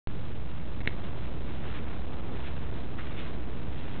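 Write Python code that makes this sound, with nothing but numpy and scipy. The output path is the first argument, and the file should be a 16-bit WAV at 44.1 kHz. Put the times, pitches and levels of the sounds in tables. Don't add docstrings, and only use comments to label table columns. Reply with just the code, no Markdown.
import sys
import numpy as np
from scipy import signal
from scipy.fft import rfft, irfft
from scipy.io import wavfile

SR = 44100
rng = np.random.default_rng(int(sys.argv[2]) if len(sys.argv) > 2 else 0)


def to_wav(s):
    ch = np.atleast_2d(s).T
    pcm = np.round(np.clip(ch, -1, 1) * 32767)
    wavfile.write(sys.argv[1], SR, pcm.astype(np.int16))


N = 176400


def undb(db):
    return 10 ** (np.asarray(db) / 20)


def noise(colour):
    hz, db = np.array(colour, float).T
    freqs = np.maximum(np.fft.rfftfreq(N, 1 / SR), 1)
    gain = undb(np.interp(np.log(freqs), np.log(hz), db))
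    shaped = irfft(rfft(rng.standard_normal(N)) * gain, N)
    return shaped / shaped.std()


def wander(rate_hz):
    knots = rng.standard_normal(4000)
    return 1.2 * np.interp(np.arange(N) / SR * rate_hz, np.arange(len(knots)), knots)


def ring(age, hz, t60_s):
    return np.exp(-np.log(1000) * age / t60_s) * np.sin(2 * np.pi * hz * age)


def room_tone(t, rumble_db=-39.5, hum_hz=60.02, hum_db=-46):
    # freq_hz, level_db
    rumble_colour = [(10, -23), (24, -2.5), (32, -3.5), (42, -7), (52, -5.5), (68, 2), (84, -7),
                     (135, -5.5), (200, -12.5), (340, -17.5), (550, -25.5), (1000, -30), (2000, -40.5),
                     (4000, -47)]
    hum = np.sqrt(2) * np.sin(2 * np.pi * hum_hz * t)
    return undb(rumble_db) * noise(rumble_colour) + undb(hum_db) * hum


def shuffle(t, start_s=0.64, rise_s=0.25, level_db=-46):
    # freq_hz, level_db
    shuffle_colour = [(40, -20), (110, -2), (210, 0), (340, -3.5), (700, -13.5), (2000, -30), (4000, -41.5)]
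    fade_in = np.clip((t - start_s) / rise_s, 0, 1)
    return undb(level_db) * fade_in * noise(shuffle_colour)


def brushes(t, grain_db=0.5, grain_hz=83):
    # peak_s, rise_s, fall_s, level_db, centre_hz, half_width_octaves
    strokes = [(1.07, 0.1, 0.057, -57.5, 1500, 1), (1.25, 0.034, 0.03, -54.5, 1333, 1.3),
               (1.501, .04, 0.059, -54.5, 1210, 1.2), (1.67, 0.045, .06, -50.5, 1175, 1.1),
               (1.766, 0.031, 0.024, -48.5, 1616, 0.71), (1.902, 0.075, 0.083, -53.5, 828, 1),
               (2.152, 0.089, 0.044, -52, 453, 0.97), (2.322, 0.021, 0.063, -47, 408, 0.89),
               (2.368, 0.019, 0.043, -51.5, 1470, 0.82), (2.455, 0.016, .035, -49.5, 2100, 0.76),
               (2.628, 0.13, 0.065, -54, 933, 1), (2.781, 0.044, .08, -57.5, 1023, 1.3),
               (2.99, 0.0045, 0.015, -42, 1650, .6), (3.059, 0.032, 0.055, -51, 1223, 1.3),
               (3.2, 0.02, 0.013, -45.5, 2926, .45), (3.231, 0.094, .09, -51.5, 1270, 1.2),
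               (3.778, 0.044, 0.071, -57, 2374, 0.63), (3.92, 0.07, 0.082, -54, 1505, 1.2)]
    octaves = np.log2(np.maximum(np.fft.rfftfreq(N, 1 / SR), 1))
    out = np.zeros(N)
    for peak_s, rise_s, fall_s, level_db, centre_hz, half_width in strokes:
        band = np.exp(-.5 * ((octaves - np.log2(centre_hz)) / half_width) ** 2)
        rub = irfft(rfft(rng.standard_normal(N)) * band, N)
        swell = np.exp(-.5 * ((t - peak_s) / np.where(t < peak_s, rise_s, fall_s)) ** 2)
        out += undb(level_db) * swell * rub / rub.std()
    return out * undb(grain_db * wander(grain_hz))


def case_clicks(t, attack_s=0.0011, echo_db=-16.5, echo_t60_s=.24):
    # start_s, ring_db, push_db
    clicks = [(.8049, -29.5, -23.5), (.8108, -32.5, -42), (.8150, -37, -37), (0.849, -35.5, -36.5),
              (0.8576, -30, -41.5), (0.8744, -4.5, -12.5), (.8785, -25.5, -38.5), (.8875, -31, -44)]
    # pitch_hz, level_db, t60_s
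    case_modes = [(416, -17, .008), (760, -20, 0.0062), (1895, -7, .008), (2147, -0.5, .0065),
                  (2570, -10.5, 0.0088), (3882, -7.5, 0.005)]
    direct = np.zeros(N)
    for start_s, ring_db, push_db in clicks:
        age = np.maximum(t - start_s, 0)
        plastic = sum(undb(db) * ring(age, hz, t60_s) for hz, db, t60_s in case_modes)
        attack = np.minimum(age / attack_s, 1)
        push = ring(age, hz=170, t60_s=.012)
        direct += undb(ring_db) * plastic * attack + undb(push_db) * push
    tail = rng.standard_normal(N) * np.exp(-np.log(1000) * t / echo_t60_s)
    echo = signal.fftconvolve(direct, tail / np.linalg.norm(tail))[:N]
    return direct + undb(echo_db) * echo


def scene():
    t = np.arange(N) / SR
    return (room_tone(t) + brushes(t) + case_clicks(t) + shuffle(t))[None]


def record(dry):
    converter_hz, top_hz, wake_s = 8000, 4330, .0726
    step, dc_offset = .00552, .055
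    code_widths, rest = [2.83, .46, .9, .1, .51, 2.02, .07, 1.11], 4.34
    steps = signal.resample_poly(dry[0], converter_hz, SR) / step + rest
    period = len(code_widths)
    group, within = np.divmod(steps, period)
    codes = group * period + np.searchsorted(np.cumsum(code_widths), within)
    gritty = signal.resample_poly((codes - codes.mean()) * step, SR, converter_hz)[:N]
    awake = np.arange(N) / SR >= wake_s
    lowpass = signal.ellip(8, .2, 70, top_hz, fs=SR, output="sos")
    return signal.sosfilt(lowpass, (gritty + dc_offset) * awake)[None]


dry = scene()
out = record(dry)
to_wav(out)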